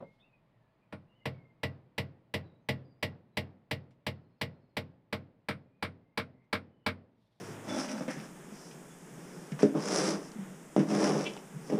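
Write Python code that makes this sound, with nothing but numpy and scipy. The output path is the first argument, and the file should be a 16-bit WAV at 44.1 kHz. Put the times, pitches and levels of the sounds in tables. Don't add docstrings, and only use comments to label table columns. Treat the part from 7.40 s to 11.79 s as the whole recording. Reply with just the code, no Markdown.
import sys
import numpy as np
from scipy import signal
from scipy.fft import rfft, irfft, next_fast_len
from scipy.io import wavfile
from scipy.ndimage import uniform_filter1d, map_coordinates

SR = 44100
rng = np.random.default_rng(int(sys.argv[2]) if len(sys.argv) > 2 else 0)


def wrap_up_sound(samples):
    columns = np.atleast_2d(samples).T
    tamed = np.clip(columns, -1, 1)
    steps = np.round(tamed * 32767).astype(np.int16)
    wavfile.write(sys.argv[1], SR, steps)


N = 193718
TIME = np.arange(N) / SR


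def amp(db):
    return 10 ** (np.asarray(db) / 20)

def unit(x):
    return x / np.sqrt(np.mean(x ** 2) + 1e-20)

def along(points, hz):
    f, values = np.transpose(points)
    return np.interp(np.log(hz + 1), np.log(f + 1), values)

def curves(rows, outside=None):
    times, *columns = np.transpose(rows)
    return [np.interp(TIME, times, column, outside, outside) for column in columns]

def wobble(rate):
    return map_coordinates(rng.standard_normal(int(N * rate / SR) + 4), [TIME * rate])

def filtered(x, response):
    size = next_fast_len(N + SR // 2)
    return irfft(rfft(x, size) * response(np.fft.rfftfreq(size, 1 / SR)), size)[..., :N]

def coloured(x, spectrum):
    return unit(filtered(x, lambda hz: amp(along(spectrum, hz))))

def resonate(x, modes):
    def response(f):
        return sum((-1) ** k * amp(db) * 1j * f * width / (hz * hz - f * f + 1j * f * width)
                   for k, (hz, width, db) in enumerate(modes))
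    return unit(filtered(x, response))


# (frequency [Hz], T60 [s])
ROOM_DECAY = [(200, 0.29), (2000, 0.28), (10000, 0.23)]

def reverberation(x):
    hz, t, spectra = signal.stft(rng.standard_normal(SR // 2), SR, nperseg=256)
    tail = signal.istft(spectra * amp(-60 * t / along(ROOM_DECAY, hz)[:, None]), SR, nperseg=256)[1]
    return signal.fftconvolve(np.pad(x, (200, 0)), tail / np.linalg.norm(tail))[:N]

# (frequency [Hz], relative density [dB])
HISS_SPECTRUM = [(2470, -43), (4200, -19), (5270, -6), (5420, -6.5), (6010, -5.5), (6480, 0), (7340, -1),
                 (8830, -1), (15300, -20)]

def hiss():
    return amp(-62.5) * coloured(rng.standard_normal(N), HISS_SPECTRUM)

def boiler(fan_hz=108):
    return amp(-54 + 0.87 * wobble(22)) * np.sin(2 * np.pi * fan_hz * TIME)

# (frequency [Hz], relative density [dB])
RUMBLE_SPECTRUM = [(60, -20), (115, -9.5), (150, 1.5), (250, -5), (500, -11.5), (900, -18.5), (1300, -41)]
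RASP_SPECTRUM = [(500, -14), (900, -2.5), (1600, -3.5), (2600, -10.5), (3600, -14.5), (4400, -33),
                 (5000, -46)]
# (time [s], level [dB])
SHUFFLING = [(0, -52.5), (.1, -54), (.22, -56.5), (.9, -58), (1.3, -59), (1.6, -62), (1.8, -57.5),
             (2.1, -58), (2.9, -59), (3.05, -57.5), (3.3, -61), (4.0, -59), (4.39, -58.5)]

def movement(calm_db=-59):
    shuffle_db, = curves(SHUFFLING)
    busy_db = shuffle_db - calm_db
    noise = rng.standard_normal((3, N))
    rumble = amp(-51 + 0.84 * busy_db + 0.85 * wobble(12)) * coloured(noise[0], RUMBLE_SPECTRUM)
    drone = amp(-60.5 + 1.85 * busy_db + 2.63 * wobble(8)) * resonate(noise[1], [(383, 80, 0)])
    shuffle = amp(shuffle_db + 0.88 * wobble(12)) * coloured(noise[2], RASP_SPECTRUM)
    return rumble + drone + shuffle

# (frequency [Hz], relative density [dB])
GRIT_SPECTRUM = [(2470, -49), (4200, -11), (4410, -13), (4760, -4.5), (5080, -0.5), (5690, 1), (6800, -9.5),
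                 (7880, -12), (8540, -12), (10400, -14), (11800, -38), (13700, -35), (15300, -45)]
# (start [s], duration [s], level [dB])
CLOTH_SWELLS = [(-.1, 0.28, -59.5), (1.098, 0.28, -60), (1.72, 0.47, -67.5), (2.797, 0.1, -62),
                (4.198, 0.19, -65)]

def clothes(rest_db=-72):
    swells = sum(amp(db) * np.sin(np.pi * np.clip((TIME - start) / length, 0, 1))
                 for start, length, db in CLOTH_SWELLS)
    return (amp(rest_db) + swells) * coloured(rng.standard_normal(N), GRIT_SPECTRUM)

# (time [s], relative level [dB], frequency [Hz], T60 [s])
FOOTFALLS = [(0.759, -31, 162.4, 0.22), (1.118, -32, 187, 0.065), (1.618, -42, 152, 0.19),
             (1.695, -40, 151.6, 0.27), (1.78, -40, 148, 0.097), (1.944, -42, 385, 0.18),
             (1.973, -35.5, 171.4, 0.13), (2.118, -18.5, 159, 0.073), (2.955, -30.5, 201, 0.093),
             (2.981, -31.5, 168, 0.24), (3.017, -34, 173, 0.13), (3.107, -37, 161, 0.19),
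             (4.138, -27.5, 163, 0.2), (4.188, -32, 162, 0.14)]

def steps():
    out, t, waver = np.zeros(N + SR), np.arange(SR // 4) / SR, wobble(60)
    for time, db, hz, t60 in FOOTFALLS:
        start = round(time * SR)
        cycles = np.cumsum(hz * (1 + 0.157 * np.roll(waver, -start)[:len(t)])) / SR
        envelope = amp(db - 1.5 - 60 * t / t60) * (1 - np.exp(-t / 0.003))
        out[start:][:len(t)] += envelope * np.sin(2 * np.pi * cycles)
    return out[:N]

# (peak time [s], level [dB], 25 dB rise [s], T60 [s])
SOLE_SLIP = (3.868, -35, 0.03, 0.1051)

def scuff(slip_hz=330):
    peak_time, db, rise, t60 = SOLE_SLIP
    t = TIME - peak_time
    cycles = np.cumsum(slip_hz * (1 + .02 * wobble(100))) / SR
    slips = np.diff(np.floor(cycles), prepend=0)
    envelope = amp(db + np.minimum(25 * t / rise, -60 * t / t60))
    return envelope * resonate(slips + 0.041 * rng.standard_normal(N), [(2390, 570, 0), (3250, 580, -1)])

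# (time [s], relative level [dB], frequency [Hz], T60 [s])
SNAPS = [(.487, -44, 2530, 0.11), (.608, -44, 1200, 0.02), (.684, -41, 1850, 0.37),
         (.8, -45.5, 2520, 0.043), (1.31, -52, 2800, .08), (2.119, -40, 2070, 0.044),
         (2.119, -41.5, 5300, .02), (2.1914, -37, 1550, 0.06), (2.22, -33.5, 1700, 0.043),
         (2.224, -35.5, 5560, 0.086), (2.56, -17, 5550, 0.0067), (2.56, -29, 9180, .008),
         (2.917, -41, 5400, 0.014), (3.505, -44, 1100, .03), (3.64, -29, 5500, 0.026),
         (3.936, -39, 5600, .015), (3.966, -32.5, 880, 0.013), (3.9665, -38, 3300, 0.0079),
         (3.974, -36.5, 2680, 0.021)]
# (frequency [Hz], gain [dB])
HOUSING_GAIN = [(20, 14), (3500, 1.5), (4300, -0.5), (5300, 1), (10300, -1), (11500, -20), (15500, -29)]

def snaps(q=4.4, rise_s=0.00028):
    out, t = np.zeros(N + SR), np.arange(SR // 4) / SR
    for time, db, hz, t60 in SNAPS:
        band = signal.lfilter(*signal.iirpeak(hz, q, SR), rng.standard_normal(2 * len(t)))[len(t):]
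        envelope = amp(db - 5 - 60 * t / t60) * (1 - np.exp(-t / rise_s))
        out[round(time * SR):][:len(t)] += envelope * unit(band)
    return filtered(out[:N], lambda hz: amp(along(HOUSING_GAIN, hz)))

def friction(grains_per_s, spread_db, flutter_db):
    catches = (rng.random(N) < grains_per_s / SR) * amp(spread_db * rng.standard_normal(N))
    bumps = signal.lfilter([1], [1, -.97], catches)
    return amp(flutter_db * wobble(40)) * (1 + bumps) * rng.standard_normal(N)

def rubbing(strokes, mix, modes, force, damping, split_hz=380):
    pressure_db, speed_db = np.max([curves(rows, -120) for rows in strokes], axis=0)
    levels_db = [db + share * speed_db + (1 - share) * pressure_db for db, share in mix]
    envelopes = uniform_filter1d(amp(levels_db), size=400, axis=1)
    push = unit(force) + 2.07 * rng.standard_normal(N)
    damped = [(hz, damping * width, db) for hz, width, db in modes]
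    low = resonate(push, [mode for mode in damped if mode[0] < split_hz])
    high = resonate(push, [mode for mode in damped if mode[0] >= split_hz])
    rasp, grit = coloured(force, RASP_SPECTRUM), coloured(force, GRIT_SPECTRUM)
    return np.sum(envelopes * [low, high, rasp, grit], axis=0)

def knocks(blows, modes):
    out, t = np.zeros(N + SR), np.arange(SR // 3) / SR
    crack_noise = coloured(rng.standard_normal(N), RASP_SPECTRUM)
    crack_noise += 0.37 * coloured(rng.standard_normal(N), GRIT_SPECTRUM)
    for time, db, low_hz, high_hz, crack_db, free_s in blows:
        start, ring = round(time * SR), 0
        for hz, width, mode_db in modes:
            octaves_away = min(abs(np.log2(hz / low_hz)), abs(np.log2(hz / high_hz)))
            gain = amp(mode_db - 20 * octaves_away + rng.normal(0, 1))
            ring += gain * np.exp(-np.pi * .35 * width * t) * np.sin(2 * np.pi * hz * t)
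        pressed = 0.18 + 0.81 * np.exp(-np.maximum(t - free_s, 0) / 0.0022)
        ring = ring / np.abs(ring).max() * (1 - np.exp(-t / 0.00062)) * pressed
        clack = 0.37 * np.exp(-t / 0.00081) * np.sin(2 * np.pi * high_hz * t)
        crack_decay = amp(-7.5 - 60 * t / 0.0059) + amp(-10.5 - 60 * t / 0.19)
        crack = amp(crack_db) * crack_decay * np.roll(crack_noise, -start)[:len(t)]
        out[start:][:len(t)] += amp(db) * (ring + clack + crack)
    return out[:N]

# (time [s], level [dB], T60 [s])
LEG_SQUEAKS = [(.291, -41, 0.23), (.345, -57, .4), (.96, -66, .12), (1.505, -60.5, .1)]

def squeak(pitch_hz=3468, rise_s=.002):
    envelope = 0
    for time, db, t60 in LEG_SQUEAKS:
        age = np.maximum(TIME - time, 0)
        envelope += amp(db - 60 * age / t60) * (1 - np.exp(-age / rise_s))
    flutter = amp(2.5 * wobble(70))
    cycles = np.cumsum(pitch_hz + 35 * wobble(150)) / SR
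    return envelope * flutter * np.sin(2 * np.pi * cycles)

# (frequency [Hz], nominal bandwidth [Hz], level [dB])
CHAIR_MODES = [(194, 20, -11), (256, 14.5, 3), (314, 51, -15.5), (514, 23, -12), (541, 46, -12.5),
               (618, 49, -10.5), (865, 53, -16), (1340, 9.2, -15.5)]
# (time [s], pressure as body level [dB], speed as grit level [dB])
CHAIR_DRAGS = [
    [(0.24, -48, -61), (0.256, -46, -62), (0.284, -35, -52), (0.364, -30, -47), (0.402, -38, -42),
     (0.482, -42, -55)],
    [(0.482, -46, -59), (0.49, -42, -49.5), (0.53, -34, -50), (0.538, -34, -56), (0.6, -41.5, -54)],
    [(0.62, -30.5, -57), (0.64, -44, -64), (0.67, -53, -70), (0.675, -39, -68)],
    [(0.7, -32, -48.5), (0.736, -57, -52), (0.77, -45, -60), (0.864, -50, -60), (0.876, -69, -71),
     (0.9, -56, -60)],
]
# (gain [dB], share of speed [0-1])
CHAIR_LAYERS = [(-0.9, 0), (-5, 0.27), (-2.5, 0.71), (-1, 0.97)]
# (time [s], level [dB], favoured low [Hz], favoured high [Hz], crack gain [dB], free ring [s])
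CHAIR_BLOWS = [(.608, -23.5, 199, 557, -17.5, 0.018), (.68, -23, 312, 540, -14, 0.018)]

def chair():
    force = friction(grains_per_s=230, spread_db=1, flutter_db=0.9)
    drag = rubbing(CHAIR_DRAGS, CHAIR_LAYERS, CHAIR_MODES, force, damping=1.15)
    return drag + squeak() + knocks(CHAIR_BLOWS, CHAIR_MODES)

# (frequency [Hz], nominal bandwidth [Hz], level [dB])
BLADE_MODES = [(162.3, 34, -6.5), (211, 16, -4), (276, 22.5, -4), (316.4, 37.5, -4.5), (418.2, 25, -2),
               (475, 60, -7.5), (588, 34, -7.5), (700, 50, -12.5), (842, 106, -18.5), (1063, 79, -16.5),
               (1230, 160, -25.5)]
# (time [s], pressure as body level [dB], speed as grit level [dB])
BLADE_STROKES = [
    [(2.19, -45, -55.5), (2.194, -40.5, -50), (2.22, -33, -47)],
    [(2.34, -36, -71), (2.366, -27, -58.5), (2.424, -38.5, -45.5), (2.574, -30, -34), (2.63, -31, -40),
     (2.692, -32.5, -36.5), (2.772, -36, -54), (2.794, -41.5, -61), (2.888, -58, -60), (2.9, -45, -66)],
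    [(3.43, -26, -62), (3.454, -39, -68), (3.494, -35, -47), (3.542, -27, -45), (3.568, -29.5, -44),
     (3.636, -24.5, -39), (3.8, -29, -46), (3.848, -38.5, -49), (3.984, -49.5, -66.5), (4.0, -52, -60)],
    [(4.26, -53, -68), (4.278, -54, -56), (4.312, -34, -65), (4.342, -25.5, -60), (4.372, -38, -65),
     (4.39, -30, -66)],
]
# (gain [dB], share of speed [0-1])
BLADE_LAYERS = [(-3.5, 0.009), (-1.5, .22), (-6, 0.59), (-1.5, .99)]
# (time [s], level [dB], favoured low [Hz], favoured high [Hz], crack gain [dB], free ring [s])
BLADE_BLOWS = [(2.231, -4, 272.5, 416, -26.5, 0.041), (2.351, -20, 290, 576, -30, 0.01),
               (2.368, -28, 210, 583, -27, 0.063), (3.364, -7, 350, 575, -23.5, 0.0036),
               (3.379, -9.5, 210, 316, -40, 0.017), (3.393, -20, 211, 318, -15, 0.008),
               (3.405, -10.5, 205, 317, -48, 0.016), (3.505, -20.5, 234, 577, -14.5, 0.016),
               (4.3, -21, 288, 430, -19, 0.066), (4.324, -15.5, 288, 413, -27, 0.044),
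               (4.38, -18, 298, 410, -40, .02)]

def shovel():
    force = friction(grains_per_s=400, spread_db=2.5, flutter_db=1.1)
    scrape = rubbing(BLADE_STROKES, BLADE_LAYERS, BLADE_MODES, force, damping=1.4)
    return scrape + knocks(BLADE_BLOWS, BLADE_MODES)

def scene():
    direct = chair() + shovel() + snaps() + steps() + scuff()
    return (direct + amp(-9.5) * reverberation(direct) + hiss() + boiler() + movement() + clothes())[None]

# (frequency [Hz], relative density [dB])
CAMERA_NOISE = [(20, -81), (50, -82.5), (100, -86.5), (140, -120)]

def record(dry, step_s=.36, before_hz=95, after_hz=134, top_hz=15450):
    def low_cut(hz):
        return signal.sosfilt(signal.cheby2(8, 42, .82 * hz, "high", fs=SR, output="sos"), dry)
    fade = np.clip((TIME - step_s) / 0.0081, 0, 1)
    rumble = filtered(rng.standard_normal(N), lambda hz: amp(along(CAMERA_NOISE, hz)) * np.sqrt(SR / 2) / 3)
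    thinned = (1 - fade) * low_cut(before_hz) + fade * low_cut(after_hz)
    return filtered(thinned + rumble, lambda hz: hz < top_hz)


dry = scene()
out = record(dry)
wrap_up_sound(out)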